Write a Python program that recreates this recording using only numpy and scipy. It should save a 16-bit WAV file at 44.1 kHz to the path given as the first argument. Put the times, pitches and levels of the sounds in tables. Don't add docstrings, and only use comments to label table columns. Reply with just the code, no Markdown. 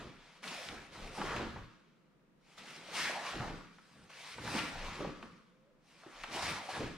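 import sys
import numpy as np
from scipy import signal
from scipy.fft import rfft, irfft, next_fast_len
from scipy.io import wavfile
from scipy.ndimage import uniform_filter1d, map_coordinates

SR = 44100
rng = np.random.default_rng(int(sys.argv[2]) if len(sys.argv) > 2 else 0)


def put_to_file(sound):
    columns = np.atleast_2d(sound).T
    safe = np.clip(columns, -1, 1)
    whole_steps = np.round(safe * 32767)
    wavfile.write(sys.argv[1], SR, whole_steps.astype(np.int16))


N = 307377

# (time of full strength [s], rise [s], hold [s], flap strength [dB], gust strength [dB])
CLOTH_FLAPS = [(0.0, 0.028, 0.078, -48.5, -54), (0.472, 0.084, 0.051, -52, -88),
               (0.714, 0.083, 0.045, -50, -54), (1.02, 0.16, 0.094, -50.5, -58),
               (1.186, 0.019, 0.057, -40.5, -63), (1.38, 0.16, 0.058, -40, -44),
               (1.521, .06, 0.07, -52, -47), (2.584, 0.0097, 0.4, -58, -94),
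               (3.032, 0.18, 0.018, -48.5, -69), (3.1, .08, 0.13, -53.5, -79),
               (3.387, 0.1, .04, -44.5, -51.5), (3.489, 0.076, 0.039, -45, -50),
               (4.01, 0.13, 0.032, -60, -67), (4.465, 0.14, 0.07, -45.5, -48.5),
               (4.567, 0.031, .05, -41, -47.5), (4.767, 0.069, .03, -58, -51.5),
               (4.862, .05, 0.029, -47.5, -48), (5.017, 0.076, 0.064, -42.5, -49),
               (5.227, .05, 0.097, -62.5, -65.5), (6.345, 0.08, 0.014, -44.5, -60),
               (6.452, 0.086, 0.074, -46.5, -49.5), (6.83, 0.11, 0.026, -39.5, -43.5)]
# (frequency [Hz], likeness [1 = the same])
DIRECT_LIKENESS = [(60, 1), (1000, 0.92), (2200, 1), (4500, 0.6), (9000, 0.16), (13000, .2)]
# (frequency [Hz], likeness [1 = the same])
ROOM_LIKENESS = [(40, 0.29), (150, 0.72), (1000, 0.49), (4000, -0.07), (9000, -0.017)]


def uniform():
    # (time of full speed [s], rise [s], hold [s], rubbing [dB],
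    # fizz relative to rubbing [dB], swept air [dB])
    strokes = [(0.0, 0.06, 0.015, -54.5, -11.5, -49), (0.293, 0.23, 0.071, -60, -13, -62),
               (0.439, 0.016, 0.069, -46.5, -7, -46.5), (0.55, 0.089, 0.12, -47, -7, -49),
               (0.783, 0.26, 0.044, -57, -15, -52.5), (0.94, .03, .14, -52.5, -10, -52.5),
               (1.18, 0.09, 0.091, -49, -6, -46.5), (1.29, 0.076, 0.1, -46, -17, -38.5),
               (2.543, 0.15, .03, -63, -7.5, -65.5), (2.583, .02, .03, -53, -10, -62),
               (2.705, 0.091, 0.065, -51, -8, -56), (2.903, 0.11, .04, -50.5, -9.5, -52),
               (2.982, 0.068, 0.075, -35.5, -7.5, -42), (3.196, 0.13, 0.055, -50, -20, -43.5),
               (3.272, 0.077, 0.022, -41.5, -11, -44.5), (3.367, 0.088, 0.096, -51.5, -11.5, -42),
               (3.973, 0.43, 0.081, -67, -4.5, -68.5), (4.102, 0.016, .05, -56, -11, -59),
               (4.256, 0.16, 0.069, -48, -8.5, -53), (4.493, 0.11, 0.032, -44.5, -4.5, -39.5),
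               (4.574, 0.067, 0.01, -37.5, -7.5, -39), (4.818, 0.13, 0.14, -47, -13, -48),
               (5.23, 0.069, 0.044, -65, -7, -61), (5.924, 0.12, .08, -65, -6.5, -67.5),
               (6.07, 0.19, 0.055, -64, -7.5, -57.5), (6.216, 0.16, 0.089, -52, -11, -53),
               (6.355, 0.065, 0.036, -39.5, -9, -45.5), (6.426, 0.013, 0.073, -37.5, -8.5, -38),
               (6.722, .05, 0.049, -42.5, -11, -41)]
    flaps = [(*when, db) for *when, db, gust in CLOTH_FLAPS]
    rubs = [(*when, db) for *when, db, fizz, air in strokes]
    rubs += [(*when, db - 9) for *when, db in flaps]
    fizzes = [(*when, db + fizz) for *when, db, fizz, air in strokes]
    sweeps = [(*when, air) for *when, db, fizz, air in strokes]
    sweeps += [(*when, db - 5) for *when, db in flaps]
    return (rubbing(sliding_level(rubs), sliding_level(fizzes))
            + sweeping(level(sweeps, fall_db_per_s=126))
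            + flapping(level(flaps, fall_db_per_s=166)))


def rubbing(rub_db, fizz_db):
    # (frequency [Hz], level [dB])
    rasp_tone = [(600, -31), (1100, -9), (1600, -6), (2200, -0.5), (3000, -3.5), (4000, -6.5),
                 (5200, -10.5), (7000, -16.5), (12000, -42)]
    # (frequency [Hz], level [dB])
    fizz_tone = [(2000, -14), (4000, -3.5), (5500, -2.5), (7000, -9), (9000, -7.5), (12000, -20),
                 (14000, -24), (15500, -36)]
    unevenness = amp(0.49 * wobble(45))
    rasp = coloured(folds(slips(per_s=1500, scatter_db=3.5, smooth_db=5), patchy_db=1.5), rasp_tone)
    fizz = coloured(folds(slips(per_s=450, scatter_db=-2, smooth_db=6.5), patchy_db=2.5), fizz_tone)
    return unevenness * (amp(rub_db - 5) * rasp + amp(fizz_db - 2) * fizz)


def sweeping(sweep_db):
    # (frequency [Hz], level [dB])
    air_tone = [(200, -50), (450, -4), (650, -1.5), (950, -0.5), (1300, -2.5), (1800, -5.5), (3500, -47.5)]
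    swirls = folds(slips(per_s=500, scatter_db=4.5, smooth_db=6.5), patchy_db=3)
    return amp(sweep_db - 4.5 + 0.24 * wobble(24)) * coloured(swirls, air_tone)


def flapping(flap_db):
    # (frequency [Hz], level [dB])
    flap_tone = [(50, -44.5), (110, -9), (170, 4.5), (220, 2.5), (270, -0.5), (360, -0.5), (520, -3.5),
                 (800, -19), (2000, -66)]
    flicks = folds(slips(per_s=240, scatter_db=-1.5, smooth_db=1.5), patchy_db=0.5)
    return amp(flap_db - 4.5) * coloured(flicks, flap_tone)


def swishes():
    # (middle [s], length [s], level [dB], pitch [Hz], glide [octaves/s])
    swings = [(0.592, 0.13, -53.5, 653, -0.5), (1.30, 0.059, -49, 1188, -2), (2.967, 0.053, -47, 980, 7.5),
              (3.057, 0.091, -40, 1875, 3), (3.182, 0.076, -44.5, 827, -2), (4.6, 0.17, -47, 2170, -1),
              (4.835, 0.24, -53.5, 892, 1), (6.393, 0.078, -44.5, 860, 2.5),
              (6.583, 0.14, -50.5, 898, -4.5)]
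    t = np.arange(-SR // 4, SR // 4) / SR
    track = np.zeros((2, N))
    for s, length, db, hz, glide in swings:
        noise = rng.standard_normal((2, len(t)))
        swirls = unit(filtered(noise, lambda f: 1 / (1 + (f / (0.25 * hz)) ** 4)))
        phase = 2 * np.pi * np.cumsum(hz * 2 ** (glide * t)) / SR
        hiss = swirls[0] * np.cos(phase) + swirls[1] * np.sin(phase)
        swell = np.exp(-2 * (t / length) ** 2)
        add(track, s + t[0], amp(db) * swell * hiss[None])
    return track


def snaps():
    # (time [s], strength [dB], pitch [Hz], time to fade by 60 dB [s])
    cracks = [(0.43, -42.5, 1520, 0.044), (0.44, -34.5, 2220, 0.015), (0.477, -36, 3100, 0.083),
              (0.6875, -29, 2700, 0.0086), (1.181, -33, 760, 0.041), (1.215, -30, 970, 0.06),
              (1.362, -33, 1000, 0.03), (1.364, -34.5, 2400, 0.04), (1.559, -42.5, 1020, 0.13),
              (2.577, -49, 1310, 0.13), (2.581, -47, 3640, 0.11), (3.096, -33.5, 664, 0.069),
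              (3.433, -38, 980, .04), (3.784, -49.5, 1270, 0.045), (4.1, -51.5, 930, 0.045),
              (4.383, -39.5, 1180, 0.044), (4.586, -30, 2600, 0.1), (4.755, -40, 776, 0.11),
              (5.047, -32, 700, 0.049), (5.227, -41.5, 1220, 0.097), (5.226, -44.5, 2500, 0.05),
              (6.034, -47.5, 1160, 0.032), (6.2371, -35, 1060, 0.076), (6.235, -35, 2620, 0.053),
              (6.688, -34, 740, 0.056)]
    track = np.zeros((2, N))
    for s, db, hz, fade_s in cracks:
        add(track, s, amp(db + 1.5) * burst(hz, fade_s, sharpness=2.6, attack_s=0.0002, dull_above=2.6))
    return track


def thumps():
    # (time [s], strength [dB], pitch [Hz])
    blows = [(0.723, -36.5, 350), (1.188, -34.5, 188), (1.416, -32.5, 200), (3.353, -33, 310),
             (3.397, -29, 128), (4.533, -27, 271), (5.002, -25, 340), (5.041, -37, 414), (5.224, -38, 237),
             (6.06, -38, 328), (6.803, -27.5, 366), (6.827, -32.5, 102)]
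    track = np.zeros((2, N))
    for s, db, hz in blows:
        thud = burst(hz, fade_s=0.12, sharpness=3.1, attack_s=0.0025, dull_above=9.5)
        add(track, s, amp(db - 4.5) * thud)
    return track


def floor():
    # (time [s], strength [dB])
    steps = [(0.02, -61), (0.16, -63), (0.75, -51), (1.03, -45.5), (1.24, -52), (1.47, -52), (1.62, -55),
             (3.371, -54), (3.45, -52), (3.54, -50), (4.79, -48), (4.86, -46.5), (5.01, -45), (5.17, -61),
             (6.20, -57), (6.44, -62), (6.86, -49)]
    # (frequency [Hz], level [dB])
    floor_tone = [(12, -21), (27, 16), (42, 2), (100, -46)]
    rise_s, hold_s = 0.065, 0.019
    bend_db = level([(s, rise_s, hold_s, db) for s, db in steps], fall_db_per_s=142)
    return amp(bend_db - 3.5) * coloured(rng.standard_normal((2, N)), floor_tone)


def gusts():
    # (frequency [Hz], level [dB])
    gust_tone = [(25, -32), (50, -2.5), (80, -1.5), (120, -0.5), (170, -7), (350, -54)]
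    gust_db = level([(*when, gust) for *when, db, gust in CLOTH_FLAPS], fall_db_per_s=156)
    return amp(gust_db - 4) * coloured(rng.standard_normal((2, N)), gust_tone)


def hall(sound):
    # (frequency [Hz], time to fade by 60 dB [s])
    fade_times = [(150, 1.03), (700, 0.63), (1300, 1), (2200, 0.59), (4000, 0.66), (12000, 0.21)]
    # (frequency [Hz], level [dB])
    echo_tone = [(100, -11.5), (200, -1), (500, -3), (800, -13.5), (1900, 0.5), (5000, -1.5), (9000, -5)]
    # (frequency [Hz], width [Hz], boost [dB])
    rings = [(183, 46, 8.5), (332, 73, 0), (1200, 850, 9)]
    hz, t, bands = signal.stft(rng.standard_normal((2, SR)), SR, nperseg=256)
    fading = bands * amp(-60 * t / along(fade_times, hz)[:, None])
    tail = spread(signal.istft(fading, SR, nperseg=256)[1], ROOM_LIKENESS)
    tail = np.pad(tail / np.linalg.norm(tail[0]), ((0, 0), (SR // 200, 0)))
    echo = signal.fftconvolve(sound, tail, axes=1)[:, :N]
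    ring_db = lambda f: sum(db / (1 + (2 * (f - centre) / width) ** 2) for centre, width, db in rings)
    return filtered(echo, lambda f: amp(along(echo_tone, f) + ring_db(f)))


def faint_tone():
    # (time [s], pitch [Hz], level [dB])
    path = [(5.4, 490, -100), (5.55, 515, -71), (5.72, 561, -69.5), (5.9, 586, -97)]
    times, pitches, levels = np.transpose(path)
    t = np.arange(N) / SR
    hz = np.interp(t, times, pitches) * (1 + 0.045 * wobble(33))
    return amp(np.interp(t, times, levels)) * np.sin(2 * np.pi * np.cumsum(hz) / SR)


def still_air():
    # (frequency [Hz], level [dB])
    hush_tone = [(15, -34.5), (25, -5), (98, -27.5), (146, -5), (344, -13.5), (383, -13.5), (462, -18),
                 (515, -10), (573, -23.5), (655, -17.5), (709, -23), (790, -26), (879, -23), (1280, -22.5),
                 (15000, -52)]
    return amp(-69) * coloured(rng.standard_normal((2, N)), hush_tone, ROOM_LIKENESS)


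def level(movements, fall_db_per_s):
    t = np.arange(0, N / SR, 0.002)
    power = 0
    for s, rise, hold, db in movements:
        rise_db = -20 * np.minimum((t - s) / rise, 0) ** 2
        fall_db = -fall_db_per_s * np.maximum(t - s - hold, 0)
        power += amp(db + rise_db + fall_db) ** 2
    return np.interp(np.arange(N) / SR, t, 10 * np.log10(power + 1e-20))


def sliding_level(movements):
    usual_db = np.mean([db for *when, db in movements])
    settling = [(*when, usual_db - 5 + 0.91 * (db - usual_db)) for *when, db in movements]
    stroke_power = amp(level(movements, fall_db_per_s=134)) ** 2
    settle_power = amp(level(settling, fall_db_per_s=50.5)) ** 2
    return 10 * np.log10(stroke_power + settle_power)


def slips(per_s, scatter_db, smooth_db):
    moments = rng.random(N) < per_s / SR
    sizes = amp(scatter_db * np.clip(rng.standard_normal(N), -2, 2))
    jerks = unit(moments * sizes * rng.standard_normal((2, N)))
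    return unit(jerks + amp(smooth_db) * rng.standard_normal((2, N)))


def folds(pair, patchy_db):
    bands = signal.stft(pair, nperseg=512)[2]
    patches = uniform_filter1d(rng.standard_normal(bands.shape[1:]), size=5, axis=0)
    patches = uniform_filter1d(patches, size=8, axis=1)
    return signal.istft(bands * amp(patchy_db * unit(patches)), nperseg=512)[1][:, :N]


def burst(hz, fade_s, sharpness, attack_s, dull_above):
    t = np.arange(SR // 4) / SR
    grain = np.sign(rng.standard_normal((2, len(t))))
    puff = grain * amp(-60 * t / fade_s) * (1 - np.exp(-t / attack_s))
    width = hz / sharpness
    ringing = lambda f: 1j * f * width / (hz * hz - f * f + 1j * f * width)
    dulling = lambda f: 1 / (1 + 1j * f / (dull_above * hz)) ** 2
    ring = spread(filtered(puff, lambda f: ringing(f) * dulling(f)), DIRECT_LIKENESS)
    return ring / np.abs(ring).max()


def coloured(pair, tone, likeness=DIRECT_LIKENESS):
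    return unit(spread(filtered(pair, lambda hz: amp(along(tone, hz))), likeness))


def spread(pair, likeness):
    angle = lambda hz: np.arccos(np.clip(along(likeness, hz), -1, 1)) / 2
    mid, side = filtered(pair, lambda hz: np.array([np.cos(angle(hz)), np.sin(angle(hz))]))
    return np.array([mid + side, mid - side])


def filtered(x, gain_at):
    n = x.shape[-1]
    padded = next_fast_len(n + 8192)
    return irfft(rfft(x, padded) * gain_at(np.fft.rfftfreq(padded, 1 / SR)), padded)[..., :n]


def along(points, hz):
    frequencies, values = np.transpose(points)
    return np.interp(np.log(hz + 1), np.log(frequencies + 1), values)


def wobble(per_s):
    return map_coordinates(rng.standard_normal(int(N * per_s / SR) + 4), [np.arange(N) * per_s / SR])


def amp(db):
    return 10 ** (np.asarray(db) / 20)


def unit(x):
    return x / np.sqrt(np.mean(x ** 2) + 1e-20)


def add(track, s, sound):
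    part = track[:, max(round(s * SR), 0):][:, :sound.shape[1]]
    part += sound[:, :part.shape[1]]


def scene():
    cloth = uniform() + swishes()
    blows = snaps() + thumps()
    hush = still_air()
    rumble = floor() + gusts()
    echo = hall(amp(-11) * cloth + amp(-8.5) * blows)
    return cloth + blows + rumble + echo + faint_tone() + hush


def record(dry):
    # (frequency [Hz], left minus right [dB])
    balance = [(60, 2.2), (280, -1.4), (1000, -0.2), (2400, 2), (5000, 0.5), (9000, -1.5), (13000, -3)]
    top_hz = 15700
    lean = lambda hz: amp(np.outer([0.5, -0.5], along(balance, hz)))
    lag = lambda hz: np.exp(np.outer([-1j, 1j], np.pi * hz / SR))
    return filtered(dry, lambda hz: lean(hz) * lag(hz) * (hz < top_hz))


dry = scene()
out = record(dry)
put_to_file(out)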